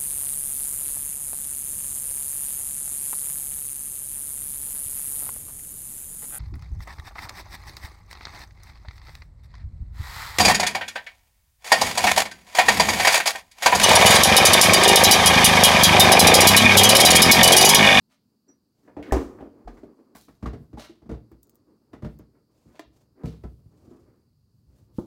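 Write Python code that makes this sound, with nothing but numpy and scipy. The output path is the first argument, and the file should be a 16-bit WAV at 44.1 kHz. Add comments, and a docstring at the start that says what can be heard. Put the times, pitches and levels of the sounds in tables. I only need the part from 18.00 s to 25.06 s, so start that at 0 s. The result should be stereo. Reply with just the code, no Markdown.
"""A faint hum and hiss fill a small tiled kitchen. Glass clinks in a moving refrigerator door, which
lands on its seal at 1.1 s: the cabinet booms and the shelves rattle on. From 1.7 s a plastic jug of
juice is carried to the sink, set down, slid and rocked, its walls ringing. From 4.7 s the tap is swung
aside and something light clacks. Each knock leaves things shaking. At 7 s the hand-held camera is
bumped and its shell rings hollow."""
import sys
import numpy as np
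from scipy import signal
from scipy.fft import rfft, irfft, next_fast_len
from scipy.io import wavfile
from scipy.ndimage import map_coordinates

SR = 44100
rng = np.random.default_rng(int(sys.argv[2]) if len(sys.argv) > 2 else 0)


def to_wav(sig):
    """Store sig (one row per channel, or 1-D mono) as 16-bit WAV at the path in sys.argv[1].

    Samples outside -1..1 are clipped; the rate is SR.
    """
    pcm = np.clip(np.atleast_2d(sig), -1, 1) * 32767
    pcm = np.round(pcm).astype(np.int16)
    wavfile.write(sys.argv[1], SR, pcm.T)  # frames by channels


N = 311346
T = np.arange(SR // 2) / SR  # time within one event, s


def amp(db):
    """Decibels to gain."""
    return 10 ** (np.asarray(db) / 20)


def unit(x, size=None):
    """Scale to rms 1 over the first size samples."""
    return x / np.sqrt(np.mean(x[..., :size] ** 2) + 1e-20)


def along(points, hz):
    """Interpolate (Hz, value) points on a log axis."""
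    point_hz, values = np.transpose(points)
    return np.interp(np.log(hz + 1), np.log(point_hz), values)


def curve(points):
    """Join (s, value) points with straight lines."""
    return np.interp(np.arange(N) / SR, *np.transpose(points))


def decay(t60_s):
    """Exponential fall, 60 dB in t60_s."""
    return np.exp(-np.log(1000) * T / t60_s)


def stroke(rise_s, t60_s):
    """Linear rise, then exponential fall."""
    return np.minimum(T / rise_s, 1) * np.exp(-np.log(1000) * np.maximum(T - rise_s, 0) / t60_s)


def sine(hz):
    """Sine tone, one event long."""
    return np.sin(2 * np.pi * hz * T)


def wobble(rate_hz, size=N):
    """Smooth random curve, rate_hz knots a second."""
    knots = rng.standard_normal(int(size * rate_hz / SR) + 4)
    return map_coordinates(knots, [np.arange(size) * rate_hz / SR])


# Each row: frequency in Hz, left-right correlation.
COHERENCE = [(100, 0.85), (300, 0.98), (600, 0.53), (1300, 0.76), (3000, 0.017), (10000, 0)]
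def noise(spectrum, size=len(T), tilt_db_oct=0):
    """Coloured stereo noise of rms 1; the channels are alike in the bass, independent in the treble."""
    n_fft = next_fast_len(size)
    hz = np.fft.rfftfreq(n_fft, 1 / SR)
    angle = np.arccos(np.clip(along(COHERENCE, hz), -1, 1)) / 2
    gain = amp(along(spectrum, hz) + tilt_db_oct * np.log2(hz + 1))
    white = rfft(rng.standard_normal((2, n_fft)))
    mid, side = irfft(white * gain * [np.cos(angle), np.sin(angle)], n_fft)[:, :size]
    return unit(np.array([mid + side, mid - side]))


def ring(modes, scatter_db, detune):
    """Damped modes, with random scatter of strength and pitch at each strike."""
    hz, db, t60_s = np.transpose(modes)[:, :, None]
    strength, pitch = rng.standard_normal((2, len(modes), 1))
    sign = (-1) ** np.arange(len(modes))[:, None]
    return np.sum(sign * amp(db + scatter_db * strength) * decay(t60_s) * sine(hz * (1 + detune * pitch)), 0)


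def add(out, start_s, sound, lag_ms=0, pan_db=0):
    """Mix in an event; lag_ms and pan_db are left minus right."""
    for channel, x, side in zip(out, np.broadcast_to(sound, (2, len(T))), (.5, -.5)):
        start = int(np.clip(round((start_s + side * lag_ms / 1000) * SR), 0, N - 1))
        channel[start:start + len(T)] += amp(side * pan_db) * x[:N - start]


def knocks(rows, modes, spectrum, noise_db, t60_s, tick_t60_s, trim_db, lag_ms, rise_s):
    """Contacts ring a body in four bands: weight sets the thump, hardness the clack and the tick."""
    out = np.zeros((2, N))
    bands = [(3, (52, 190)), (4, (180, 700)), (4, (700, 2200)), (6, (2200, 16000))]
    filters = [signal.butter(order, hz, 'bandpass', fs=SR, output='sos') for order, hz in bands]
    band_t60_s = [.9 * t60_s, .85 * t60_s, .65 * t60_s, tick_t60_s]
    for start_s, level_db, weight_db, hard_db, *_ in rows:
        tone = unit(ring(modes, scatter_db=1.5, detune=0.018) * decay(2.5 * t60_s), size=SR // 40)
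        burst = amp(noise_db) * noise(spectrum)
        parts = [signal.sosfilt(sos, tone + burst * decay(t60)) for sos, t60 in zip(filters, band_t60_s)]
        band_db = np.add([weight_db, 0, hard_db, 0.77 * hard_db], trim_db)  # thump, body, clack, tick
        blow = sum(amp(db) * unit(x, size=SR // 40) for x, db in zip(parts, band_db))
        add(out, start_s, amp(level_db) * blow * (1 - decay(rise_s)), lag_ms)
    return out


# Each row: frequency in Hz, reverberation t60 in seconds.
ROOM_T60 = [(60, 0.39), (250, 0.47), (1000, 0.19), (4000, 0.32), (8000, 0.097), (15000, 0.033)]
def kitchen(dry, wet_db):
    """Tiles and cupboards reflect the sound, each frequency dying at its own rate."""
    hz, t, frames = signal.stft(noise([(60, -11), (250, -5), (16000, 7.5)]), SR, nperseg=256)
    fade = np.exp(-np.log(1000) * t / along(ROOM_T60, hz)[:, None])
    tail = signal.istft(frames * fade, SR, nperseg=256)[1]
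    tail = np.pad(tail / np.linalg.norm(tail[0]), ((0, 0), (SR // 250, 0)))  # 4 ms pre-delay
    return dry + amp(wet_db) * signal.fftconvolve(dry, tail, axes=1)[:, :N]


# Each row: frequency in Hz, noise density in dB.
HUM_SPECTRUM = [(15, -43), (25, -18), (80, -19), (206, 5), (249, 4), (394, -22.5), (936, -20.5),
                (2160, -32), (2410, -31), (2760, -26.5), (3520, -33), (4870, -30.5), (6560, -25.5),
                (9320, -28), (16000, -26)]
def background():
    """Low appliance hum and a narrow band of high hiss."""
    hiss = noise([(3000, -37), (4200, -11), (4700, -5.5), (5200, -12.5), (6500, -29)], size=N)
    return amp(-73 + .6 * wobble(6.4)) * noise(HUM_SPECTRUM, size=N) + amp(-82) * hiss


# Each row: start in seconds, frequency in Hz, relative level in dB.
ARM_SWINGS = [(1.649, 43, -31), (4.86, 63.6, -50), (5.433, 60.8, -30.5), (5.642, 48, -54),
              (6.661, 62.5, -48.5)]
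def lurches():
    """A swing of the arm heaves the air at the camera for a few slow cycles."""
    out = np.zeros((2, N))
    for start_s, hz, db in ARM_SWINGS:
        add(out, start_s, amp(db - 3.5) * sine(hz) * stroke(rise_s=0.023, t60_s=0.3), lag_ms=.2)
    return out


def shaking(rows):
    """Envelopes of the shaking after knocks: rumble follows their bass, stirring their level."""
    power = np.zeros((2, N))
    for start_s, db, weight_db, *_ in rows:
        rumble = amp(db + weight_db - 16.5) * stroke(rise_s=0.014, t60_s=.4)
        stir = amp(db - 16.5) * stroke(rise_s=0.014, t60_s=0.12)
        add(power, start_s, np.array([rumble, stir]) ** 2)
    return np.sqrt(power)


# Noises of moving about. Each row: frequency in Hz, density in dB.
RUMBLE_SPECTRUM = [(10, -33.5), (30, -11.5), (60, 8), (130, 13.5), (200, -1), (300, -36)]
SLOSH_SPECTRUM = [(130, -24.5), (230, 2), (320, 1.5), (480, -4.5), (750, -15.5), (1200, -12.5), (2000, -28),
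                  (4000, -49.5)]
RUSTLE_SPECTRUM = [(700, 5), (1500, -4), (3000, -10), (7000, -7.5), (10000, -15), (16000, -16.5)]
# Each row: time in seconds, relative level in dB.
RUMBLE_LEVELS = [(0.0, -82.5), (0.84, -78), (1.16, -55), (2.04, -82), (2.63, -50), (2.79, -71.5),
                 (3.78, -72.5), (4.11, -52.5), (4.36, -74.5), (5.23, -66), (5.39, -49.5), (5.74, -60),
                 (6.49, -66.5), (7.06, -54.5)]
STIR_LEVELS = [(0.0, -77.5), (0.8, -75), (1.16, -33.5), (1.59, -54), (1.79, -50), (2.24, -64.5),
               (2.69, -62.5), (2.83, -69), (3.03, -68.5), (3.56, -62.5), (4.15, -62), (4.36, -68),
               (5.21, -66.5), (5.35, -53.5), (5.58, -70.5), (5.92, -51.5), (6.33, -80.5), (7.06, -63)]
# Each row: start in seconds, level in dB, length in seconds.
ARM_RUSTLES = [(0.73, -72, 0.2), (1.66, -67.5, 0.23), (2.2, -73.5, 0.4), (4.48, -68, 0.38),
               (4.91, -66, 0.162), (5.64, -69.5, 0.487), (6.66, -72.5, 0.23)]
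def handling(knock_rows):
    """Moving about: the camera rumbles, juice and shelves stir, arm and grip rustle."""
    rumble_shake, stir_shake = shaking(knock_rows)
    rumble_gain = np.hypot(amp(curve(RUMBLE_LEVELS) + 1), rumble_shake)
    rumble = rumble_gain * amp(1.8 * wobble(32)) * noise(RUMBLE_SPECTRUM, size=N)
    stir_db = curve(STIR_LEVELS) - 2.5
    slosh = np.hypot(amp(stir_db), stir_shake) * amp(2.6 * wobble(30)) * noise(SLOSH_SPECTRUM, size=N)
    rustle_db = np.minimum(stir_db, -58.5) - 20
    rustle = amp(rustle_db + 1.3 * wobble(20)) * noise(RUSTLE_SPECTRUM, size=N)
    for start_s, db, length_s in ARM_RUSTLES:
        arch = np.sin(np.pi * np.minimum(T / length_s, 1))
        add(rustle, start_s, amp(db + 2 * wobble(86, size=len(T))) * arch * noise(RUSTLE_SPECTRUM))
    left, right = rumble + slosh + rustle
    return np.array([np.roll(left, round(.3 * SR / 1000)), right])  # left lags 0.3 ms


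# Each row: frequency in Hz, noise density in dB.
SCRAPE_SPECTRUM = [(180, -52), (300, -11.5), (372, -49), (593, -0.5), (870, -14), (946, -5), (1530, -13.5),
                   (4160, -14.5), (4520, -16.5), (15200, -31), (16000, -31)]
# Each row: start in seconds, level in dB, rise and t60 in seconds, tilt in dB per octave.
SLIDING_CONTACTS = [(0.086, -63, .035, 0.19, 1), (2.149, -50, 0.002, 0.41, 7.5),
                    (2.768, -43, 0.033, 0.31, 0), (4.722, -59, 0.048, 0.21, -2),
                    (5.239, -51, 0.0275, 0.26, 1), (6.731, -73.5, 0.053, 0.25, 8),
                    (6.929, -62, 0.058, 0.44, 6.5)]
# Each row: start in seconds, level in dB, rise and t60 in seconds.
SOFT_MOVES = [(0.469, -56, 0.028, 0.14), (0.821, -53.5, .06, 0.27), (1.02, -41.5, .06, .3),
              (1.389, -46.5, 0.034, 0.2), (4.321, -56.5, 0.037, 0.22), (4.658, -54.5, 0.045, .22),
              (5.149, -48.5, 0.071, 0.29), (6.02, -59, 0.06, 0.63), (6.68, -67.5, .08, .5)]
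def rubs():
    """Sliding contacts catch and slip in fine grains; softer movements only swell."""
    out = np.zeros((2, N))
    for start_s, db, rise_s, t60_s, tilt_db_oct in SLIDING_CONTACTS:
        grain = unit(amp(4.7 * wobble(500, size=len(T))))
        scrape = noise(SCRAPE_SPECTRUM, tilt_db_oct=tilt_db_oct)
        add(out, start_s, amp(db) * stroke(rise_s, t60_s) * grain * scrape)
    for start_s, db, rise_s, t60_s in SOFT_MOVES:
        add(out, start_s, amp(db) * stroke(rise_s, t60_s) * noise(SLOSH_SPECTRUM), lag_ms=0.45)
    return out


# Each row: frequency in Hz, level in dB, t60 in seconds.
CAMERA_MODES = [(120, -9, 0.084), (209, -4, 0.095), (353.3, -1, 0.16), (493, 0, 0.023), (623, -12, 0.03),
                (700, -36, 0.073), (906, -14.5, 0.075)]
def camera_bump():
    """A soft, close blow: one push and pull, then the shell rings and rattles briefly."""
    out = np.zeros((2, N))
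    pulse_time = (T - .0046) / .0009
    push_pull = -pulse_time * np.exp(-pulse_time ** 2 / 2)
    add(out, 6.9822, amp(-15.5) * push_pull, lag_ms=.1, pan_db=-8.5)
    hollow = ring(CAMERA_MODES, scatter_db=1, detune=.004)
    add(out, 6.9865, amp(-23) * hollow * decay(0.54), lag_ms=0.24, pan_db=-1.5)
    shell = noise([(300, 3.5), (600, -2), (1050, -4), (1400, -16), (2000, -32), (3000, -54)])
    rattle = shell * (amp(-25.5) * decay(0.017) + amp(-39.5) * decay(0.19)) * (1 - decay(0.019))
    add(out, 6.9835, rattle, lag_ms=0.11, pan_db=-4)
    return out


# Each row: frequency in Hz, level in dB, t60 in seconds.
LIGHT_OBJECT_MODES = [(308, 3, 0.09), (420, -6, 0.09), (675, 5, 0.04), (1015, 0, .06), (1220, -7, 0.06),
                      (1780, -6, 0.032), (2040, -6, 0.02), (2865, -14, .04), (3700, -15, 0.03),
                      (4630, -25, .05), (5160, -25, .05)]
def clack():
    """Something hard and light is knocked right of the sink; it is too small to radiate bass."""
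    out = np.zeros((2, N))
    body = amp(-36.5) * ring(LIGHT_OBJECT_MODES, scatter_db=.5, detune=0.002)
    crack = noise(SCRAPE_SPECTRUM) * (amp(-37.5) * decay(0.027) + amp(-54.5) * decay(0.098))
    low_cut = signal.butter(2, 330, 'highpass', fs=SR, output='sos')
    add(out, 4.7938, signal.sosfilt(low_cut, (body + crack) * (1 - decay(0.0012))), lag_ms=0.5, pan_db=-7.5)
    return out


# Contact noise of tap and jug. Each row: frequency in Hz, density in dB.
CONTACT_SPECTRUM = [(40, -14), (250, 3.5), (500, -8), (1100, -12), (2000, -15), (3200, -18), (5000, -19),
                    (8000, -27), (16000, -38)]
# Each row: frequency in Hz, level in dB, t60 in seconds.
SINK_MODES = [(63.4, -2.5, 0.75), (113, -2.5, 0.26), (158.7, -3, 0.62), (238, 2.5, 0.145), (345.8, 0, 0.18),
              (441, -11, 0.75), (726, -15.5, 0.15), (971, -5, 0.088), (1295, -9, 0.2), (1870, -35, .06)]
# Each row: start in seconds, then relative level, bass weight and hardness in dB.
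TAP_HITS = [(4.654, -57.5, 4.5, -15), (5.234, -34, 6, 1), (5.257, -37, 6, -13), (5.436, -38.5, 1.5, 7),
            (5.652, -66, 18.5, -13), (5.876, -50, -10.5, -11), (5.91, -47.5, -11, -1)]
def tap_knocks():
    """The tap knocks as it is swung aside and rings the sink."""
    return knocks(TAP_HITS, SINK_MODES, CONTACT_SPECTRUM, noise_db=0.5, t60_s=0.21, tick_t60_s=0.074,
                  trim_db=(-3, -2, -23, -32), lag_ms=0.09, rise_s=0.0086)


# Each row: frequency in Hz, noise density in dB.
TICK_SPECTRUM = [(1500, -46), (4000, -16), (7000, -2), (9000, -9.5), (13000, -2), (16000, 5.5)]
# Each row: start in seconds, relative level in dB.
FLEX_TICKS = [(3.317, -61), (3.4305, -54.5), (3.432, -45.5), (3.471, -60.5), (3.496, -50), (3.547, -61.5),
              (3.5556, -52), (4.189, -52)]
def jug_ticks():
    """The jug's plastic ticks dryly as it flexes."""
    out = np.zeros((2, N))
    for start_s, db in FLEX_TICKS:
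        add(out, start_s, amp(db + 7) * noise(TICK_SPECTRUM) * decay(0.0097), pan_db=6)
    return out


# Each row: frequency in Hz, level in dB, t60 in seconds.
JUG_MODES = [(60.5, 6, 0.42), (116.5, 3.5, 0.15), (155, -3, 0.41), (226.5, -2, 0.34), (311.6, 2.5, 0.086),
             (447, -3, 0.29), (606.5, -12, 0.11), (683, -6, 0.043), (1148, -3, 0.045), (1930, -29.5, 0.016),
             (2060, -54, .06)]
# Each row: start in seconds, relative level, bass weight and hardness in dB, wall note in Hz,
# note level against the blow in dB.
JUG_HITS = [(1.675, -42.5, -16, 11, 728, 13), (1.77, -56, 0, 15.5, 283, -11),
            (1.832, -39.5, -20, -8, 380, 4), (2.149, -49, -14, 15, 220, -1.5),
            (2.282, -50, -10, 9.5, 275, 5), (2.425, -32, -0.5, -1.5, 215, -7),
            (2.458, -28.5, -3.5, 4.5, 1160, 1.5), (2.531, -36.5, -1.5, 2, 403, -1.5),
            (2.605, -52.5, -4, -21.5, 232, 13.5), (2.73, -41, 0, -3, 312, -0.5),
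            (2.773, -37, -22, -0.5, 828, 2.5), (2.896, -51.5, -17, 0, 339, 13.5),
            (3.018, -51.5, -4, -1, 423, -5), (3.057, -49, -5, -2.5, 216, 5), (3.092, -34, -8, 0, 212, 4),
            (3.111, -31.5, -4, -4.5, 460, -1), (3.139, -40.5, -1.5, -1.5, 115, 3.5),
            (3.315, -50, -2, 3, 331, 6), (3.931, -39, -16, 4, 354, -3.5), (4.022, -37, 2, 0, 227, 0),
            (4.045, -33.5, 1, 2.5, 220.4, -0.5), (4.192, -48, -4.5, 2, 306, 0)]
def jug_knocks():
    """Each knock rings the jug and one wall, whose pitch shifts with the grip and the juice's tilt."""
    out = knocks(JUG_HITS, JUG_MODES, CONTACT_SPECTRUM, noise_db=-1, t60_s=0.24, tick_t60_s=0.106,
                 trim_db=(-1, -4.5, -17.5, -26), lag_ms=0.088, rise_s=0.0099)
    for start_s, db, _, _, hz, note_db in JUG_HITS:
        note = sine(hz) * decay(40 / hz) * (1 - decay(0.0058))  # t60 of 40 cycles
        add(out, start_s, amp(db + note_db) * note)
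    return out


def clink():
    """Two glass things brush together in the moving door."""
    out = np.zeros((2, N))
    glass = ring([(5815, 2, 0.11), (7500, -1, 0.047)], scatter_db=4, detune=0)
    add(out, .478, amp(-50.5) * glass * np.minimum(T / 0.014, 1) ** 2)
    return out


# Each row: frequency in Hz, level in dB, t60 in seconds.
FRIDGE_MODES = [(64.6, 1, 0.065), (290, 3.5, 0.13), (338, -15, 0.88), (374, -23, 0.17), (450, -4.5, 0.12),
                (573, -21, 0.37), (665, -28, 0.43), (980, -25, 0.51), (875, -29.5, 0.19),
                (990, -24.5, 0.47), (1020, -15.5, 0.063), (1250, -30, 0.6), (1244, -27, 0.75),
                (1410, -39, 0.4), (1550, -37.5, 0.3), (1830, -31.5, 0.29), (2100, -47.5, 0.57),
                (2110, -40.5, 0.33), (2830, -38, 0.42), (2850, -42, 0.31)]
# Each row: frequency in Hz, noise density in dB.
PANEL_SPECTRUM = [(40, -2), (100, -2.5), (170, -5.5), (280, 4.5), (700, 2), (1050, -4.5), (1500, -10.5),
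                  (3000, -27.5), (7000, -41), (16000, -54.5)]
# Each row: start in seconds, then relative level, bass weight and hardness in dB.
DOOR_HITS = [(0.877, -50, -18.5, 7), (0.966, -31.5, -12, -4.5), (0.99, -33.5, -6.5, -9.5),
             (1.386, -52, -2, 10), (1.405, -42.5, -1.5, 3), (1.423, -37.5, -22, -33),
             (1.455, -40.5, -16, -17)]
def door_knocks():
    """Things knock in the door and ring the refrigerator."""
    return knocks(DOOR_HITS, FRIDGE_MODES, PANEL_SPECTRUM, noise_db=3.5, t60_s=.19, tick_t60_s=.12,
                  trim_db=(-4.5, -3.5, -9, -26.5), lag_ms=0.4, rise_s=0.004)


# Each row: frequency in Hz, noise density in dB.
CRACK_SPECTRUM = [(300, -18.5), (1500, 6), (3000, -13), (4200, -1.5), (7500, 2), (9500, -5), (16000, -8.5)]
def door_slam():
    """The plastic edge touches, the gasket squeaks, the door lands: cabinet and shelves shake."""
    out = np.zeros((2, N))
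    land_s = 1.1228
    edge = noise([(900, -21), (1500, 6), (3000, -8), (5000, -17.5), (12000, -32)])
    add(out, 1.0275, edge * (amp(-43.5) * decay(0.024) + amp(-48.5) * decay(0.55)), lag_ms=.3)
    squeak = sine(1780) * decay(0.013) * (1 - decay(0.035))
    add(out, 1.111, amp(-12.5) * squeak, lag_ms=0.13)
    boom = sine(63.5) * decay(.42) * np.exp(-(T / .085) ** 4)  # the seal grips and stops the swing
    add(out, 1.1235, amp(-16) * boom, lag_ms=0.49, pan_db=-2)
    cabinet = unit(ring(FRIDGE_MODES[1:], scatter_db=-3.5, detune=.002), size=SR // 20)
    add(out, land_s, amp(-29) * cabinet * decay(.7), lag_ms=0.53, pan_db=2)
    blow = amp(-6.5) * sine(700) * decay(.014)
    shelves = amp(-15.5) * noise(PANEL_SPECTRUM) * decay(0.16) * (1 - decay(0.0044))
    crack = noise(CRACK_SPECTRUM) * (amp(-29) * decay(0.023) + amp(-45) * decay(0.46))
    add(out, land_s, blow + shelves + crack, lag_ms=0.36, pan_db=-1.5)
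    face_push = sine(108) * decay(0.072)
    add(out, land_s, amp(-16.5) * face_push, lag_ms=0.57, pan_db=-2)
    rebound = noise(PANEL_SPECTRUM) * decay(0.12)
    add(out, 1.166, amp(-24) * rebound, lag_ms=0.34)
    bottles = noise(SLOSH_SPECTRUM) * stroke(.02, .7)
    add(out, 1.13, amp(-40) * bottles)
    add(out, 1.15, amp(-46) * noise(RUMBLE_SPECTRUM) * stroke(0.02, 0.2))
    return out


def scene():
    """All sources, the far ones with more room."""
    door, jug, tap = door_knocks(), jug_knocks(), tap_knocks()
    far = kitchen(door + rubs() + door_slam(), wet_db=-3)
    near = kitchen(jug + jug_ticks() + tap + clack() + clink() + camera_bump(), wet_db=-7.5)
    return far + near + handling(DOOR_HITS + JUG_HITS + TAP_HITS) + lurches() + background()


# Each row: frequency in Hz, left minus right in dB.
PORT_BALANCE = [(60, -2), (400, -4), (1200, -2), (3000, 3), (12000, 3)]
def record(dry):
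    """The two microphone ports differ in colour and shed the deepest bass and the top treble."""
    low_cut_hz, top_hz = 18, 15900
    n_fft = next_fast_len(N + SR // 2)
    hz = np.fft.rfftfreq(n_fft, 1 / SR)
    colour = amp(along(PORT_BALANCE, hz) * np.array([[.5], [-.5]]))
    low_cut = 1j * hz / (1j * hz + low_cut_hz)
    return irfft(rfft(dry, n_fft) * colour * low_cut * (hz < top_hz), n_fft)[:, :N]


dry = scene()
out = record(dry)
to_wav(out)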